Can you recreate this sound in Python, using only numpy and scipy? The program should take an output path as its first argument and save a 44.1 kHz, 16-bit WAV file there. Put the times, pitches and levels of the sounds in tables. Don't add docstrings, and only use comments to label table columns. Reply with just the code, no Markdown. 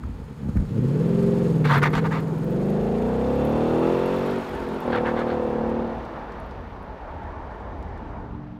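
import sys
import numpy as np
from scipy import signal
from scipy.io import wavfile

SR = 44100
rng = np.random.default_rng(int(sys.argv[2]) if len(sys.argv) > 2 else 0)


def volts_from_db(level):
    exponent = np.asarray(level, float) / 20
    return 10 ** exponent


def wav_record(signal):
    frames = np.transpose(np.atleast_2d(signal))
    bounded = np.clip(frames, -1, 1)
    quanta = np.round(bounded * 32767).astype(np.int16)
    wavfile.write(sys.argv[1], SR, quanta)


N = 378798
T = np.arange(N) / SR

# (frequency [Hz], density [dB per Hz])
WIND_COLOUR = [(20, -5), (35, -8), (55, -2), (80, -6.5), (130, -19), (300, -19.5)]
# (time [s], peak [dB], half length [s])
WIND_GUSTS = [(0.0, -30.5, 0.19), (0.586, -25.5, 0.061), (1.965, -28, 0.02), (2.893, -48, 0.17),
              (3.664, -42, 0.14), (4.572, -46, .12), (5.55, -43, 0.25), (5.997, -41, 0.068),
              (6.604, -41.5, 0.42), (7.143, -42, 0.067), (7.333, -39, 0.18), (7.85, -36, 0.25),
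              (8.223, -36.5, 0.16)]
BREEZE_DB = -46.5

# (frequency [Hz], density [dB per Hz])
ROAR_COLOUR = [(53, -47), (90, -6.5), (165, -2), (213, -3.5), (350, -6), (374, -1), (495, -4.5),
               (655, -2.5), (905, -9), (1080, -7.5), (1880, -21.5), (5660, -44.5), (15600, -164)]
# (time [s], roar level [dB])
ROAR_LEVEL = [(.7, -45.5), (1.0, -36), (2.1, -36), (2.6, -34.5), (3.7, -29), (5.3, -27.5), (6.2, -30),
              (6.8, -34), (7.3, -33), (8.15, -34.5), (8.59, -44)]
# (frequency [Hz], width [Hz], level [dB])
GROOVE_MODES = [(890, 120, -5), (1700, 600, -12)]
HUM_S, HUM_HALF_S, HUM_DB = 7.3, .5, 6

# (frequency [Hz], level [dB rms])
LATE_ENGINE = [(93, -64), (115.5, -35), (138.5, -35), (184, -35.5), (229.5, -37.5), (298, -35.5)]

# (time [s], peak [dB])
GRAVEL_CRUNCHES = [(5.2, -56), (5.697, -55), (6.05, -56), (6.32, -56), (6.51, -58), (7.232, -60.5),
                   (7.51, -65), (7.6, -63), (7.826, -56.5), (7.884, -63.5), (7.976, -61)]
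# (frequency [Hz], width [Hz], level [dB])
CRUNCH_MODES = [(3980, 1600, 10.0), (11000, 7000, -26)]
CRUNCH_S = 0.0064

# (time [s], peak [dB], frequency [Hz])
STONES = [(0.5617, -58, 11500), (1.6497, -43, 9200), (1.782, -31, 13700), (1.8248, -45, 9000),
          (1.9051, -42, 12300), (1.9296, -42, 10200), (2.1157, -54, 9310), (2.1526, -52, 12200),
          (2.2055, -42, 12000), (2.2818, -50, 10600), (2.3102, -60, 11500), (2.3416, -52, 12200),
          (2.387, -45, 11600), (2.4449, -38, 14900), (2.5083, -42, 14600), (2.5447, -47, 11800),
          (2.604, -51, 11000), (2.6594, -48, 13400), (2.7028, -43, 11300), (2.8305, -49, 12000),
          (2.9847, -56, 10450), (3.3074, -52, 12000), (3.3568, -45, 12200), (3.4511, -36, 11400),
          (3.4965, -41, 12800), (3.5793, -49, 10040), (3.7953, -47, 10200), (4.0607, -38, 11400),
          (4.164, -44, 12900), (4.1939, -45, 12300), (4.263, -40, 11500), (4.3107, -42, 11200),
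          (4.3865, -43, 9670), (4.4244, -51, 12100), (4.4653, -54, 9100), (4.4923, -41, 13300),
          (4.5516, -44, 10600), (4.615, -57, 10400), (4.6434, -54, 9030), (4.6878, -46, 10300),
          (4.7462, -47, 10000), (4.805, -38, 12500), (4.8649, -49, 10200), (5.061, -53, 9010),
          (5.1458, -61, 9700), (5.2001, -54, 9770), (5.3448, -58, 11600), (5.697, -56, 11000),
          (5.9026, -63, 9810), (5.9824, -63, 9820), (6.1859, -64, 12200), (6.2388, -63, 10900),
          (6.4014, -48, 10300), (6.4648, -57, 13400), (6.8299, -55, 10800), (7.5548, -63, 11000),
          (7.7908, -58, 11300), (7.8232, -67, 9000)]
# (time [s], level [dB])
FINE_GRIT_LEVEL = [(1.5, -90), (2, -50), (4.9, -50), (6.5, -63), (8.1, -68), (8.3, -80)]
# (frequency [Hz], width [Hz], level [dB])
FINE_GRIT_MODES = [(12500, 1800, 0.1), (6000, 5000, -5)]
BOUNCE_S, BOUNCE_DB, TICK_S = .012, -10, .00035

# (delay [s], level [dB])
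YARD_ECHOES = [(0.013, -14.5), (0.049, -18), (.093, -38), (.16, -25)]

# (start [s], length [s], level [dB], brightness [dB])
TYRE_HOPS = [(1.64, 0.062, -41, 13), (1.69, 0.11, -22, -2.5), (1.816, 0.07, -24, 0.5),
             (1.929, 0.077, -29.5, 3.5), (2.039, 0.044, -29, -1), (2.104, 0.11, -32.5, -1),
             (4.857, 0.081, -46.5, 3), (4.918, 0.1, -30, -10), (5.041, 0.081, -30, -21),
             (5.154, 0.094, -34.5, -7.5), (5.269, 0.084, -39.5, -5.5)]
# (frequency [Hz], density [dB per Hz])
SCRUB_COLOUR = [(500, -13), (750, -5), (950, -2), (1400, -1), (1900, -5), (2400, -14), (3800, -18),
                (4700, -30), (8000, -41), (15600, -46)]
# (frequency [Hz], width [Hz], level [dB])
SQUEAL_MODES = [(745, 97, -5), (920, 37, 23), (1190, 48, 20.5), (1490, 31, -16), (1715, 110, 15.5),
                (1970, 80, -30)]
NEAR_EDGE, FAR_EDGE = .65, 1.0
FAR_S, FAR_CUT_HZ = 4, 5200
# (time [s], peak [dB], frequency [Hz])
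TREAD_SNATCHES = [(1.652, -16, 853), (1.665, -33, 2650), (1.709, -16, 1430), (1.727, -13, 950),
                  (1.747, -21, 1500), (1.76, -14, 970), (1.829, -8, 1440), (1.833, -14, 885),
                  (1.942, -31, 1300), (1.951, -13, 960), (1.978, -20, 1530), (2.065, -19, 784),
                  (2.119, -20.5, 1740), (2.169, -31, 1206), (4.957, -22.5, 1310), (5.07, -25, 1220),
                  (5.193, -22, 1030)]
SNATCH_S = 0.0043

# (time [s], level [dB])
VALVE_LEVEL = [(0, -69), (1.2, -57.5), (2.5, -61.5), (4.2, -59.5), (5.5, -69.5), (6.5, -105)]
# (frequency [Hz], width [Hz], level [dB])
VALVE_MODES = [(6440, 380, 6.0), (8900, 2900, -6.0), (4400, 1600, 8.0), (12000, 6000, -2.0)]

# (time [s], pulse peak [dB], crack peak [dB])
TAILPIPE_POPS = [(.035, -50, -49), (.432, -26, -60), (.447, -24, -58), (.46, -20, -58), (.475, -21, -60),
                 (.492, -15, -52), (.56, -14, -52), (.57, -16, -42), (.587, -20, -56), (.604, -18, -52),
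                 (.625, -25, -60), (.65, -25, -56)]
# (frequency [Hz], width [Hz], level [dB])
THUMP_MODES = [(70, 40, -4), (125, 50, -1), (205, 45, -1)]
# (frequency [Hz], width [Hz], level [dB])
CRACK_MODES = [(1280, 300, 3), (2400, 900, -15), (7000, 9000, -33)]
POP_LEAD_S = .005

# (time [s], cycle rate [cycles per s])
ENGINE_SPEED = [(.55, 9.3), (.85, 16.1), (1.07, 21.9), (1.42, 22.4), (1.75, 17.55), (2.0, 20.06),
                (2.38, 19.64), (2.6, 24.14), (2.85, 26.9), (3.9, 43.1), (4.33, 48.29), (4.42, 45.55),
                (4.78, 43.2), (4.97, 37.4), (5.2, 39.31), (5.55, 37.1), (5.8, 38.73), (6.3, 36.6)]
# (time [s], exhaust level [dB], throttle [0-1])
DRIVER_FOOT = [(0.0, -42.5, .1), (.32, -38.5, 0.1), (.55, -36, 0), (0.678, -31.5, 0.15), (.79, -20, 0.44),
               (.98, -20.5, 0.17), (1.5, -20.5, 0.7), (1.75, -21, 0), (2.35, -26, 0), (2.55, -23, 1),
               (3.92, -21, 0.9), (4.39, -26.5, 0), (4.44, -36, 0.02), (4.76, -29.5, 0), (4.8, -39.5, 0.3),
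               (4.88, -24, 0.94), (5.81, -26, 0.66), (6.03, -40, 0.4)]
# (multiple of cycle rate, launch [dB], full load [dB], top of first gear [dB], second gear [dB])
FIRING_ORDERS = [(1, -18, -12, 0, 0), (2, 3, 12, -4, 4), (3, 5, -3, -8, -10), (4, 4, -3, -3, -8),
                 (5, 3, -4, -6, -7), (6, 6, 3, 4, 1), (7, 6, 3, -4, 1), (8, 15, 7, 6, 0), (9, 1, -2, 6, 5),
                 (10, 9, -1, 1, -1), (11, 1, 0, 5, 0), (12, -4, -3, 1, -2), (13, 5, -2, 3, 5),
                 (14, 4, 6, 4, 4), (15, 3, 6, -3, -1), (16, 5, 1, 3, -1), (17, -3, 2, -4, -4),
                 (18, 1, -1, -8, 0), (19, -1, 1, 2, 3), (20, -4, -1, 5, 3), (21, -2, 2, -1, 1),
                 (22, 4, 1, 3, 0), (23, 4, -1, 3, 0), (24, -1, 1, -3, 1), (25, -9, -4, 2, 3),
                 (26, -6, 1, 0, 2), (27, -1, 0, 0, 4), (28, -6, -5, -1, 0), (29, -8, -2, -1, -1),
                 (30, -3, -1, 0, 0), (31, -3, -1, 0, 0), (32, -8, 0, 0, 0)]
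# (time [s], firing pattern [0-3], banks out of step [0-1])
FIRING_STAGE = [
    (0, 0, 0),
    (2.2, 0, 0),
    (2.4, .15, 1),
    (2.8, 1, 1),
    (3.4, 1, 1),
    (3.7, 1.6, 1),
    (3.9, 2, 0),
    (4.78, 2, 0),
    (4.86, 3, 0),
]
# (strength [dB], lateness [firing gaps])
HEADER_PULSES = [
    [(-2, .17), (-20, -.15), (-11, 0), (-18, .05), (-7, -.03), (-4, -.04), (-8, .09), (-4, .08)],
    [(0, .07), (0, -.02), (-17, .28), (-10, -.32), (-6.5, .4), (-2.5, -.17), (-1, .03), (0, .13)],
    [(0, -.02), (-13, -.1), (-15, -.14), (-20, .4), (-3.5, 0), (0, .02), (-5, .29), (-7.5, -.04)],
]
PIPE_SWING = [1.5, 2.05, 3.5]
# (frequency [Hz], level [dB])
PIPE_COLOUR = [(50, -18), (90, -14), (140, 0), (185, -5), (235, -2), (290, -11), (345, -7), (405, -8),
               (470, -5), (530, -9), (600, -14), (720, -13), (900, -18), (1200, -26)]
# (frequency [Hz], width [Hz], level [dB])
PUFF_MODES = [(169, 79, -14), (251, 46, -2), (433, 115, 1), (497, 99, 0.5), (680, 210, -29.5)]
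# (frequency [Hz], density [dB per Hz])
RASP_COLOUR = [(750, -36), (1050, -7), (1500, -11), (2200, -14.5), (2700, -16), (3100, -18), (3550, -12.5),
               (4100, -28), (5500, -29.5), (8000, -65), (12500, -29.5), (15600, -60)]
# (frequency [Hz], width [Hz], level [dB])
CHAMBER_MODES = [(1204, 310, -7.5), (1710, 40, -12), (2700, 110, -2), (3520, 100, -1.5)]

COAST_HZ_PER_S, CRAWL_HZ = 8.4, 23
FADE_DB_PER_S = 19
ROUGH_SHUT_DB, ROUGH_OPEN_DB = -9, -21
DULL_DB_PER_OCTAVE = 3.5
BOOM_HZ, BOOM_WIDTH_HZ, BOOM_DB = 228, 30, 9
START_M, MOVES_S, PULL_M_PER_S2, BRAKES_S = 5.93, 0.75, 2.7, 6.1
RASP_DB, RASP_DB_PER_HZ, RASP_THROTTLE_DB = -63, 0.7161, 1
WHISTLE_FULL_HZ = 42
SPREAD = .08
SINGS_HZ = 19


def rms_one(x):
    return x / np.sqrt(np.mean(x ** 2) + 1e-20)


def in_time(rows):
    s, *columns = np.transpose(rows)
    return [np.interp(T, s, column) for column in columns]


def at_hz(points, hz):
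    point_hz, db = np.transpose(points)
    return np.interp(np.log(hz), np.log(point_hz), db)


def after(s):
    return np.maximum(T - s, 0)


def bell(x, centre, half):
    return np.exp(-((x - centre) / half) ** 2)


def low_pass(x, hz, order=2):
    return signal.sosfilt(signal.butter(order, hz, fs=SR, output="sos"), x)


def band_pass(x, low, high):
    return signal.sosfilt(signal.butter(2, [low, high], "band", fs=SR, output="sos"), x)


def drift(rate):
    r = np.exp(-80 * np.pi * rate / SR)
    slow = signal.lfilter([1], [1, -2 * r, r * r], rng.standard_normal(N // 40 + 2002))[2000:]
    return np.interp(np.arange(N) / 40, np.arange(len(slow)), rms_one(slow))


def resonate(x, modes):
    out = 0
    for k, (hz, width, db) in enumerate(modes):
        r = np.exp(-np.pi * width / SR)
        poles = [1, -2 * r * np.cos(2 * np.pi * hz / SR), r * r]
        out = out + (-1) ** k * volts_from_db(db) * signal.lfilter([1 - r * r, 0, r * r - 1], poles, x)
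    return out


def sing(x, modes):
    return sum(resonate(x, [mode]) for mode in modes)


def coloured(spectrum, patchy_db):
    out, together, white = 0, drift(0.94), rng.standard_normal((2, N))
    lowest, highest = spectrum[0][0], spectrum[-1][0]
    edges = np.geomspace(lowest, highest, round(3 * np.log2(highest / lowest)))
    for k, (low, high) in enumerate(zip(edges, edges[1:])):
        band = band_pass(white[k % 2], low, high)
        flicker_db = patchy_db * (0.23 * together + drift(6.3))
        out = out + band * volts_from_db(at_hz(spectrum, np.sqrt(low * high)) + flicker_db)
    return rms_one(out)


def wind():
    gusts = sum(volts_from_db(db) * bell(T, s, half) for s, db, half in WIND_GUSTS)
    return (volts_from_db(BREEZE_DB) + gusts) * coloured(WIND_COLOUR, patchy_db=0.0)


def road_roar():
    level_db, = in_time(ROAR_LEVEL)
    hum = volts_from_db(HUM_DB * bell(T, HUM_S, HUM_HALF_S))
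    roar = coloured(ROAR_COLOUR, patchy_db=1.36)
    return volts_from_db(level_db - 7.0) * (roar + hum * sing(roar, GROOVE_MODES))


def late_engine():
    swell = np.clip((T - 7.95) / 0.31, 0, 1)
    return swell * sum(volts_from_db(db - 7.5 + 3.6 * drift(7.4)) * np.sin(2 * np.pi * hz * T) for hz, db in LATE_ENGINE)


def crunches():
    shape = sum(volts_from_db(db) * (T > s) * np.exp(-after(s) / CRUNCH_S) for s, db in GRAVEL_CRUNCHES)
    return shape * rms_one(resonate(rng.standard_normal(N), CRUNCH_MODES))


def grit():
    out, t = np.zeros(N + 400), np.arange(400) / SR
    chances = rng.uniform(.9, 1.3, (len(STONES), 3))
    for (s, db, hz), (late, loss, pitch) in zip(STONES, chances):
        bounce = (s + BOUNCE_S * late, db + BOUNCE_DB * loss ** 3, min(hz * pitch, 15000))
        for at, tick_db, tick_hz in ((s, db, hz), bounce):
            start = round(at * SR)
            tick = np.exp(-t / TICK_S) * np.sin(2 * np.pi * tick_hz * t)
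            out[start:start + 400] += volts_from_db(tick_db + 4) * tick
    rolling_db, = in_time(FINE_GRIT_LEVEL)
    struck = rng.random(N) < 35 / SR
    strength = volts_from_db(3.3 * np.minimum(rng.exponential(1, N), 3))
    clicks = struck * strength * rng.choice([-1, 1], N)
    return out[:N] + volts_from_db(rolling_db) * resonate(clicks + 1e-18, FINE_GRIT_MODES)


def yard(x):
    dull = signal.lfilter([.3], [1, -.7], x)
    return x + sum(volts_from_db(db) * np.pad(dull, (round(s * SR), 0))[:N] for s, db in YARD_ECHOES)


def tyre_hops():
    dull, bright = np.zeros(N), np.zeros(N)
    for s, length, db, bright_db in TYRE_HOPS:
        arch = np.sin(np.pi * np.clip((T - s) / length, 0, 1) ** 0.77)
        shape = np.clip(arch, 0, 1) ** (NEAR_EDGE if s < FAR_S else FAR_EDGE)
        dull += volts_from_db(db) * shape
        bright += volts_from_db(db + bright_db) * shape
    scrub = coloured(SCRUB_COLOUR, patchy_db=2.5) * volts_from_db(2.3 * drift(90))
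    low = low_pass(scrub, 3000)
    squeal = rms_one(resonate(resonate(rng.standard_normal(N), SQUEAL_MODES), SQUEAL_MODES))
    squeal = squeal * volts_from_db(0.82 * drift(18))
    thud = rms_one(resonate(rng.standard_normal(N), [(98.6, 15, 0.1)]))
    high = scrub - low
    high = np.where(T < FAR_S, high, low_pass(high, FAR_CUT_HZ, order=4))
    return dull * (low + volts_from_db(-5) * squeal + volts_from_db(-10) * thud) + bright * high


def snatches():
    out, t = np.zeros(N + 2000), np.arange(2000) / SR
    shape = np.minimum(t / 0.0019, 1) * np.exp(-t / SNATCH_S)
    for s, db, hz in TREAD_SNATCHES:
        rough = resonate(rng.standard_normal(2000), [(1.3 * hz, 900, 3)])
        start = round(s * SR)
        out[start:start + 2000] += volts_from_db(db - 3) * shape * (np.sin(2 * np.pi * hz * t) + .3 * rough)
    return out[:N]


def valve_gear():
    level_db, = in_time(VALVE_LEVEL)
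    return volts_from_db(level_db + 1.6 * drift(38)) * rms_one(resonate(rng.standard_normal(N), VALVE_MODES))


def pops():
    thumps, cracks = np.zeros(N), np.zeros(N)
    for s, db, crack_db in TAILPIPE_POPS:
        start = round((s - POP_LEAD_S) * SR)
        thumps[start] = volts_from_db(db)
        cracks[start] = volts_from_db(crack_db)
    thumps = low_pass(thumps + 1e-18, 450)
    crack = np.convolve(cracks, np.hanning(600))[:N] * rng.standard_normal(N)
    return 105 * resonate(thumps, THUMP_MODES) + 4 * resonate(crack, CRACK_MODES)


def order_phase(k, stage):
    db, late = np.moveaxis(np.array(HEADER_PULSES), -1, 0)
    pulses = np.sum(volts_from_db(db) * np.exp(-2j * np.pi * k * (np.arange(8) + late) / 8), axis=1)
    phase = np.unwrap(np.angle(pulses) + PIPE_SWING)
    return np.interp(stage, [0, 1, 2, 3], phase[[0, 1, 1, 2]])


def firing_orders(cycle_hz, turn, throttle):
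    stage, apart = in_time(FIRING_STAGE)
    dull_db = DULL_DB_PER_OCTAVE * np.clip(1 - throttle / .85, 0, 1)
    sing_db = np.interp(stage, [0, 1], [15, 2]) * np.clip((cycle_hz - SINGS_HZ) / 3, .2, 1)
    upper_hz = np.interp(stage, [0, 1], [512, 488])
    boom_db = BOOM_DB * np.minimum(stage, 1) * (1 - throttle)
    tones, power = 0, 0
    for k, *pattern_db in FIRING_ORDERS:
        hz = k * cycle_hz
        db = np.interp(stage, range(len(pattern_db)), pattern_db) + at_hz(PIPE_COLOUR, hz)
        db = db + sing_db * bell(hz, 400, 14) + 4 * bell(hz, upper_hz, 20)
        db = db - dull_db * np.log2(np.maximum(hz / 250, 1))
        db = db + boom_db * bell(hz, BOOM_HZ, BOOM_WIDTH_HZ)
        height = volts_from_db(db)
        power = power + height ** 2 / 2
        smear = apart * np.angle(np.exp(-1j * np.pi * SPREAD * k * k))
        phase = k * turn + order_phase(k, stage) + smear + .2 * drift(1.5)
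        tones = tones + height * volts_from_db(1.2 * drift(4)) * np.cos(phase)
    return tones / np.sqrt(power)


def turbulent_puffs(turn):
    gate = volts_from_db(-3.0 * np.sin(turn) + 4.3 * np.cos(8 * turn))
    return rms_one(band_pass(resonate(gate * rng.standard_normal(N), PUFF_MODES), 60, 900))


def gas_rasp(cycle_hz, turn, throttle):
    moving = after(MOVES_S) - after(BRAKES_S)
    distance_m = START_M + PULL_M_PER_S2 * moving ** 2 / 2
    level_db = RASP_DB + RASP_DB_PER_HZ * cycle_hz + RASP_THROTTLE_DB * throttle
    level_db = level_db - 20 * np.log10(distance_m / START_M)
    rasp = coloured(RASP_COLOUR, patchy_db=0.45)
    whistle = np.minimum(cycle_hz / WHISTLE_FULL_HZ, 1) ** 2 * throttle * sing(rasp, CHAMBER_MODES)
    return volts_from_db(level_db) * rms_one(volts_from_db(-1.5 * np.sin(turn)) * (rasp + whistle))


def exhaust():
    cycle_hz, = in_time(ENGINE_SPEED)
    coasting = after(ENGINE_SPEED[-1][0])
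    coast_hz = np.maximum(cycle_hz - COAST_HZ_PER_S * coasting, CRAWL_HZ)
    cycle_hz = np.where(coasting > 0, coast_hz, cycle_hz)
    level_db, throttle = in_time(DRIVER_FOOT)
    level_db = level_db - FADE_DB_PER_S * after(DRIVER_FOOT[-1][0])
    throttle = np.clip(throttle, 0, 1)
    turn = 2 * np.pi * np.cumsum(cycle_hz * (1 + .002 * drift(9))) / SR
    rough_db = ROUGH_SHUT_DB + (ROUGH_OPEN_DB - ROUGH_SHUT_DB) * throttle
    body = firing_orders(cycle_hz, turn, throttle) + volts_from_db(rough_db) * turbulent_puffs(turn)
    return volts_from_db(level_db) * body + gas_rasp(cycle_hz, turn, throttle)


def scene():
    background = wind() + road_roar() + late_engine()
    ground = crunches() + grit()
    echoing = yard(tyre_hops() + snatches() + pops())
    return (background + ground + echoing + valve_gear() + exhaust())[None]


def top_cut(x):
    return signal.sosfilt(signal.butter(12, 15750, fs=SR, output="sos"), x)


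def record(dry):
    mix = signal.sosfilt(signal.butter(5, 33, "high", fs=SR, output="sos"), dry)
    return top_cut(mix)


dry = scene()
out = record(dry)
wav_record(out)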